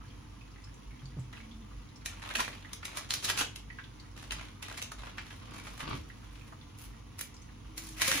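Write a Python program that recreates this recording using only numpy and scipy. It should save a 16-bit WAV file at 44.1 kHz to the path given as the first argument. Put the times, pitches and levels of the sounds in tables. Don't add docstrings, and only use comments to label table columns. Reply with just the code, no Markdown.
import sys
import numpy as np
from scipy import signal
from scipy.fft import rfft, irfft, next_fast_len
from scipy.io import wavfile

SR = 44100
rng = np.random.default_rng(int(sys.argv[2]) if len(sys.argv) > 2 else 0)


def transcribe(u):
    v = np.clip(np.atleast_2d(u).T, -1, 1)
    q = np.round(v * 32767).astype(np.int16)
    wavfile.write(sys.argv[1], SR, q)


N = 361619
TIME = np.arange(N) / SR


# frequency in Hz, relative level in dB.
SIZZLE_SPECTRUM = [(300, -9), (500, 1), (660, -18.5), (880, 1.5), (1150, 0), (1550, -7.5), (3000, -7.5),
                   (4500, -13), (6500, -12), (8300, -29.5), (10500, -12.5), (12800, -37), (14500, -24.5)]

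def sizzle():
    hiss = scattered(crackle(per_s=2600, spread_db=3.0), decay_s=0.0027)
    ticks = np.zeros((2, N))
    for when, pitch, size in rng.random((36 * N // SR, 3)):
        hz = 1200 * 6 ** pitch
        level_db = -55 + 10 * size ** 3 + at_hz(SIZZLE_SPECTRUM, hz)
        add(ticks, when * N / SR, from_db(level_db) * pop(hz))
    return from_db(-60.5) * coloured(hiss, SIZZLE_SPECTRUM) + ticks


# start in seconds, relative level in dB, pitch in Hz.
FAT_SPITS = [(0.41, -50, 2500), (0.559, -50, 1910), (0.64, -49.5, 5270), (0.741, -55, 6940),
             (1.055, -49.5, 4600), (1.195, -52.5, 7260), (1.334, -45, 1860), (1.37, -45, 2580),
             (1.403, -47, 2200), (1.512, -51, 3450), (1.959, -49.5, 5300), (2.647, -43, 1850),
             (3.701, -39.5, 1930), (3.786, -36, 1620), (3.793, -41, 1530), (3.839, -46.5, 3350),
             (3.998, -46.5, 4460), (6.099, -44.5, 1870), (6.411, -51, 2500), (6.524, -42.5, 1070),
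             (6.612, -53, 3530), (7.341, -50.5, 6100), (7.365, -52, 4950), (7.418, -51, 6200)]

def spits():
    out = np.zeros((2, N))
    for start, level_db, hz in FAT_SPITS:
        add(out, start, from_db(level_db) * pop(hz))
    return out


def pop(hz, ring_s=0.0014, scatter_s=0.015, fade_db_per_s=850, crack_db=-8, count=4):
    t = TIME[:SR // 24]
    order = np.arange(count)
    jitter = rng.uniform(-0.494, 0.478, (2, count)) * (order > 0)
    delay_s = scatter_s * (order + jitter)[..., None] / count
    age = np.maximum(t - delay_s, 0)
    envelope = age / ring_s * np.exp(1 - age / ring_s) * from_db(-fade_db_per_s * delay_s)
    ping_hz = hz * (1 + 9e-6 * hz * rng.standard_normal(delay_s.shape))
    ping = np.sin(2 * np.pi * (ping_hz * age + rng.random(delay_s.shape)))
    crack = rms_one(bandpass(rng.standard_normal((2, len(t))), hz / np.sqrt(2), hz * np.sqrt(2)))
    return (envelope * (.9 * ping + from_db(crack_db) * crack[:, None])).sum(axis=1)


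# frequency in Hz, relative level in dB.
BODY_COLOUR = [(300, -8), (700, -3), (1050, 1), (1700, -1), (2600, -3), (4000, -6.5), (6000, -37),
               (12000, -83)]
EDGE_COLOUR = [(1500, -9.5), (4000, 1), (6000, 5), (7200, 2.5), (8300, -4.5), (10300, 4), (11500, -1.5),
               (13000, -28), (14800, 0.5), (16000, -35)]
# start in seconds, length in seconds,
# relative level in dB, extra level of the edge in dB.
FILM_BENDS = [(1.315, 0.088, -54.5, -8), (2.07, 0.15, -52.5, -7), (2.218, 0.098, -43.5, -9.5),
              (2.335, 0.09, -52.5, 11), (2.44, 0.28, -57, -9), (2.816, 0.23, -51.5, -8),
              (3.084, 0.12, -51, 1), (3.224, 0.17, -45.5, -12), (4.161, 0.078, -52, -2.5),
              (4.305, 0.15, -49.5, -6.5), (4.626, 0.18, -47, -5.5), (4.98, 0.086, -48.5, -8.5),
              (5.163, 0.39, -56, -4), (5.509, 0.45, -55.5, 1), (6.055, 0.43, -66.5, -2.5),
              (6.775, 0.051, -59, 2), (7.775, 0.14, -60.5, 10.5)]

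def rustle():
    body, edge = np.zeros(N), np.zeros(N)
    for start, length_s, level_db, edge_db in FILM_BENDS:
        bend = swell(start, length_s, attack_s=0.0027, release_s=0.041)
        body += from_db(level_db - 4.5) * bend
        edge += from_db(level_db + edge_db - 5.5) * bend
    creases = crinkle(crackle(per_s=270, spread_db=3.4), decay_s=0.0016, colour_db=2.5)
    return body * coloured(creases, BODY_COLOUR) + edge * coloured(creases, EDGE_COLOUR)


# moment in seconds, relative level in dB,
# extra level of the edge in dB, pitch of the ringing facet in Hz, decay in seconds.
CREASE_SNAPS = [(2.06, -32, -4.5, 2290, 0.0057), (2.31, -31, -25, 1830, 0.0046),
                (2.354, -19, -29, 2630, 0.0027), (2.357, -23.5, -10.5, 1690, 0.0033),
                (2.395, -19, -25, 1000, 0.005), (2.403, -21, -14, 1080, 0.0075),
                (2.447, -33, -23, 2400, 0.0056), (2.48, -19.5, -33, 1090, 0.0012),
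                (2.733, -34.5, -3, 1130, 0.0031), (2.853, -32.5, -3.5, 2450, 0.0046),
                (2.972, -32, -7.5, 1260, 0.015), (3.107, -32, -2.5, 4460, 0.0052),
                (3.139, -30, -0.5, 4100, 0.0043), (3.246, -36, 2, 4060, 0.016),
                (3.288, -28.5, -9, 3000, 0.018), (3.299, -21.5, -9, 1660, 0.0062),
                (3.375, -25.5, -11.5, 2550, 0.004), (3.388, -27, -4.5, 1480, 0.018),
                (3.411, -20, -14.5, 1530, 0.0082), (3.56, -40, -3.5, 2770, 0.004),
                (4.309, -24.5, -19, 2850, 0.0026), (4.321, -31, -8, 1860, 0.0058),
                (4.627, -32.5, -9.5, 2520, 0.0044), (4.776, -31, -10, 2080, 0.0056),
                (4.818, -36.5, -5, 2720, 0.0022), (4.825, -33, -2, 2460, 0.0027),
                (4.919, -33, -11.5, 1190, 0.0048), (5.804, -30, -20.5, 1140, 0.012),
                (7.191, -39.5, -7, 2360, 0.0087), (7.211, -33.5, -2, 2200, 0.0034),
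                (7.778, -40.5, -1.5, 2170, 0.0087), (8.018, -18.5, -10.5, 2040, 0.0085),
                (8.079, -29, 0, 2460, 0.0081), (8.116, -17.5, -13, 2010, 0.0031)]

def snaps(facet_q=4.6, facet_db=8.0, crack_s=0.0001, crack_db=-7, edge_fade_s=0.069):
    body, edge = np.zeros((2, N)), np.zeros((2, N))
    t = np.arange(-SR // 25, SR // 12) / SR
    before, after = np.maximum(-t, 0), np.maximum(t, 0)
    knots = t[::60]
    for moment, level_db, edge_db, hz, decay_s in CREASE_SNAPS:
        uneven = from_db(np.interp(t, knots, rng.uniform(-3, 3, len(knots))))
        run_up = .5 * np.exp(-before / (0.68 * decay_s))
        avalanche = np.where(t < 0, run_up, np.exp(-after / decay_s))
        main_crack = from_db(crack_db) * np.exp(-after / crack_s) * (t >= 0)
        cracks = (uneven * avalanche + main_crack) * rng.standard_normal((2, len(t)))
        overtone_hz = hz * rng.uniform(1.51, 2)
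        facet = resonance(cracks, hz, facet_q) + .5 * resonance(cracks, overtone_hz, facet_q)
        facet *= from_db(facet_db - at_hz(BODY_COLOUR, hz))
        add(body, moment + t[0], from_db(level_db - 11.5) * (cracks + facet))
        crisp = cracks * np.exp(-after / edge_fade_s)
        add(edge, moment + t[0], from_db(level_db + edge_db + 4.0) * crisp)
    return coloured(body, BODY_COLOUR) + coloured(edge, EDGE_COLOUR)


# time in seconds, relative level of the rip in dB.
TEAR_PULL = [(7.965, -54.5), (8.01, -41.5), (8.05, -40), (8.11, -37), (8.2, -40)]

def tear():
    pull = from_db(np.interp(TIME, *np.transpose(TEAR_PULL), left=-np.inf))
    breaks = scattered(crackle(per_s=1100, spread_db=2), decay_s=.001)
    body, edge = coloured(breaks, BODY_COLOUR), coloured(breaks, EDGE_COLOUR)
    sheet = resonance(body, hz=2300, q=3.7)
    return pull * (.5 * body + from_db(3) * sheet + from_db(-1) * edge)


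# time in seconds, gain of the added treble above 12 kHz in dB.
FILM_SPARKLE = [(3.5, -42), (5.8, -13), (6.8, 15.5), (8, -1.5)]

def wrapping():
    film = rustle() + snaps() + tear()
    treble = signal.sosfiltfilt(signal.butter(2, 12000, "high", fs=SR, output="sos"), film)
    return film + treble * from_db(np.interp(TIME, *np.transpose(FILM_SPARKLE)))


# frequency in Hz, relative level in dB.
PACKAGE_SPECTRUM = [(60, 8), (250, 8.5), (450, -0.5), (700, -2.5), (1150, 8.5), (1700, -4), (2400, -1.5),
                    (5000, -9.5), (12000, -48)]
# middle in seconds, half length in seconds, relative level in dB.
PACKAGE_PUSHES = [(2.404, 0.013, -42), (4.377, 0.077, -53.5), (5.19, 0.067, -57), (5.58, 0.17, -54),
                  (5.899, 0.068, -41.5), (8.144, 0.049, -67)]

def shuffles():
    push = sum(from_db(level_db) * np.exp(-((TIME - middle) / half_s) ** 4)
               for middle, half_s, level_db in PACKAGE_PUSHES)
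    slips = scattered(crackle(per_s=240, spread_db=2.5), decay_s=.002)
    return push * coloured(slips, PACKAGE_SPECTRUM)


# start in seconds, relative level in dB, pitch in Hz.
LIGHT_TAPS = [(2.528, -45.5, 1970), (2.829, -41.5, 1390), (5.034, -43, 970), (5.07, -43.5, 1080),
              (5.181, -36.5, 1550), (5.305, -46, 1700), (5.668, -42, 1370), (6.355, -53.5, 2160)]

def taps(decay_s=0.0092, rise_s=0.00092):
    out, t = np.zeros((2, N)), TIME[:SR // 12]
    envelope = np.exp(-t / decay_s) * (1 - np.exp(-t / rise_s))
    for start, level_db, hz in LIGHT_TAPS:
        spatter = rng.standard_normal((2, len(t)))
        ring = rms_one(resonance(spatter, hz, q=4))
        knock = rms_one(bandpass(spatter, hz / 2, 2 * hz))
        add(out, start, from_db(level_db) * envelope * (.5 * ring + knock))
    return out


# start in seconds, relative level in dB,
# pitch in Hz, seconds to fade by 60 dB.
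SOFT_THUDS = [(1.028, -48.5, 133.8, 0.55), (1.166, -43, 158, 0.14), (1.175, -47, 76, 0.2),
              (1.185, -41.5, 126, 0.3), (2.369, -50.5, 232.5, 0.33), (3.41, -46, 291, 0.091),
              (5.929, -43, 124, 0.12), (5.981, -47.5, 72.6, 0.25), (8.078, -44, 538, 0.24),
              (8.151, -42.5, 279, 0.13)]

def thuds(contact_s=0.0025, scuff_s=0.012):
    out, t = np.zeros(N), TIME[:SR // 2]
    rise = 1 - np.exp(-t / contact_s)
    for start, level_db, hz, t60 in SOFT_THUDS:
        scuff = rms_one(bandpass(rng.standard_normal(len(t)), 45, 330)) * np.exp(-t / scuff_s)
        boom = np.sin(2 * np.pi * hz * t) * from_db(-60 * t / t60)
        add(out, start, from_db(level_db + 10.0) * rise * (boom + from_db(-10.5) * scuff))
    return out


# start in seconds, length in seconds, top pitch in Hz,
# relative level in dB.
LOW_TONES = [(1.337, 0.307, 225.6, -51.5), (7.667, 0.37, 324, -54.5)]

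def low_tone(arch_octaves=.1, waver_octaves=0.053):
    out = np.zeros(N)
    for start, length_s, top_hz, level_db in LOW_TONES:
        from_middle = np.clip(2 * (TIME - start) / length_s - 1, -1, 1)
        hz = top_hz * 2 ** (-arch_octaves * from_middle ** 2 + waver_octaves * drift(30))
        gain = from_db(level_db + 2 * drift(7.2)) * swell(start, length_s, attack_s=0.033, release_s=0.037)
        out += gain * np.sin(2 * np.pi * np.cumsum(hz) / SR)
    return out


# frequency in Hz, relative level in dB.
BURNER_SPECTRUM = [(20, -17), (35, -16), (55, -1.5), (115, 4), (160, -7), (210, -4), (300, -6.5),
                   (380, -17), (520, -29), (700, -18), (2000, -84)]
# pitch in Hz, RMS level in dB, waver in dB.
MOTOR_TONES = [(49.4, -54.5, 4.5), (95.5, -60, -1), (244.7, -69.5, -0.5), (299.7, -68.5, -0.5)]

def burner_and_hum():
    rumble = microphones(coloured(rng.standard_normal((2, N)), BURNER_SPECTRUM))
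    hum = np.zeros(N)
    for hz, level_db, waver_db in MOTOR_TONES:
        gain = np.sqrt(2) * from_db(level_db + waver_db * drift(18))
        hum += gain * np.sin(2 * np.pi * hz * TIME + 0.04 * waver_db * drift(3.1))
    return from_db(-52.5) * rumble + hum


# frequency in Hz, seconds to fade by 60 dB.
KITCHEN_DECAY = [(200, 0.66), (1000, 0.096), (3000, 0.33), (15000, 0.16)]

def room_tail():
    t = TIME[:SR // 2]
    tail, edges = 0, np.geomspace(80, 18000, 8)
    for low, high in zip(edges, edges[1:]):
        band = bandpass(rng.standard_normal((2, len(t))), low, high)
        t60 = at_hz(KITCHEN_DECAY, np.sqrt(low * high))
        tail = tail + band * from_db(-60 * t / t60) * (t > .003)
    return rms_one(tail) / np.sqrt(len(t))


def kitchen(x, tail_db, wander_per_s=3):
    place = 2 * np.pi * wander_per_s * TIME
    echoes = sum(signal.oaconvolve(x * share, room_tail(), axes=1)[:, :N]
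                 for share in (np.cos(place), np.sin(place)))
    return x + from_db(tail_db) * echoes


# frequency in Hz, correlation from -1 to 1.
MICROPHONE_LIKENESS = [(60, 0.78), (130, 1), (290, 0.22), (640, -0.18), (1400, 0.35), (3100, 0.14),
                       (6800, -0.097)]

def microphones(x):
    size = next_fast_len(N)
    alike = np.clip(at_hz(MICROPHONE_LIKENESS, np.arange(size // 2 + 1) * SR / size), -1, 1)
    shares = np.sqrt([(1 + alike) / 2, (1 - alike) / 2])
    mid, side = irfft(rfft(x, size) * shares, size)[:, :N]
    return np.array([mid + side, mid - side])


def crackle(per_s, spread_db):
    clicks, at = np.zeros(N), np.flatnonzero(rng.random(N) < per_s / SR)
    sizes = np.minimum(rng.standard_exponential(N), 3.5)
    clicks[at] = from_db(spread_db * sizes[at])
    return rms_one(clicks)


def scattered(clicks, decay_s):
    pole = np.exp(-1 / (decay_s * SR))
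    power = signal.lfilter([1 - pole], [1, -pole], clicks ** 2 + 1e-18)
    return np.sqrt(power) * rng.standard_normal((2, N))


def crinkle(clicks, decay_s, colour_db, bands=9):
    out, edges = 0, np.geomspace(300, 18000, bands + 1)
    for low, high in zip(edges, edges[1:]):
        gains = from_db(colour_db * rng.standard_normal(N))
        out = out + bandpass(scattered(clicks * gains, decay_s), low, high)
    return rms_one(out)


def swell(start, length_s, attack_s, release_s):
    since = np.maximum(TIME - start, 0)
    return (1 - np.exp(-since / attack_s)) * np.exp(-np.clip((since - length_s) / release_s, 0, 20))


def drift(per_s):
    knots = rng.standard_normal(2048)
    return np.interp(TIME * per_s, np.arange(len(knots)), knots)


def coloured(x, spectrum):
    size = next_fast_len(N + 4096)
    gain = rms_one(from_db(at_hz(spectrum, np.arange(size // 2 + 1) * SR / size)))
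    return irfft(rfft(x, size) * gain, size)[..., :N]


def bandpass(x, low_hz, high_hz):
    return signal.sosfilt(signal.butter(2, [low_hz, high_hz], "band", fs=SR, output="sos"), x)


def resonance(x, hz, q):
    return signal.lfilter(*signal.iirpeak(hz, q, fs=SR), x)


def at_hz(points, hz):
    known, values = np.transpose(points)
    return np.interp(np.log(hz + 1e-3), np.log(known), values)


def add(out, start_s, sound):
    start = int(np.clip(start_s * SR, 0, N - 1))
    out[..., start:start + sound.shape[-1]] += sound[..., :N - start]


def from_db(db):
    return 10 ** (np.asarray(db) / 20)


def rms_one(x):
    return x / np.sqrt(np.mean(x ** 2) + 1e-20)


def scene():
    hands = kitchen(wrapping() + taps() + shuffles(), tail_db=-4.0)
    pan = kitchen(sizzle() + spits(), tail_db=-5.0)
    room = microphones(pan + hands)
    lows = burner_and_hum() + thuds() + low_tone()
    return room * from_db([[-.2], [.2]]) + lows * from_db([[-.6], [.6]])


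def record(dry):
    return signal.sosfilt(signal.ellip(10, .1, 80, 16000, fs=SR, output="sos"), dry)


dry = scene()
out = record(dry)
transcribe(out)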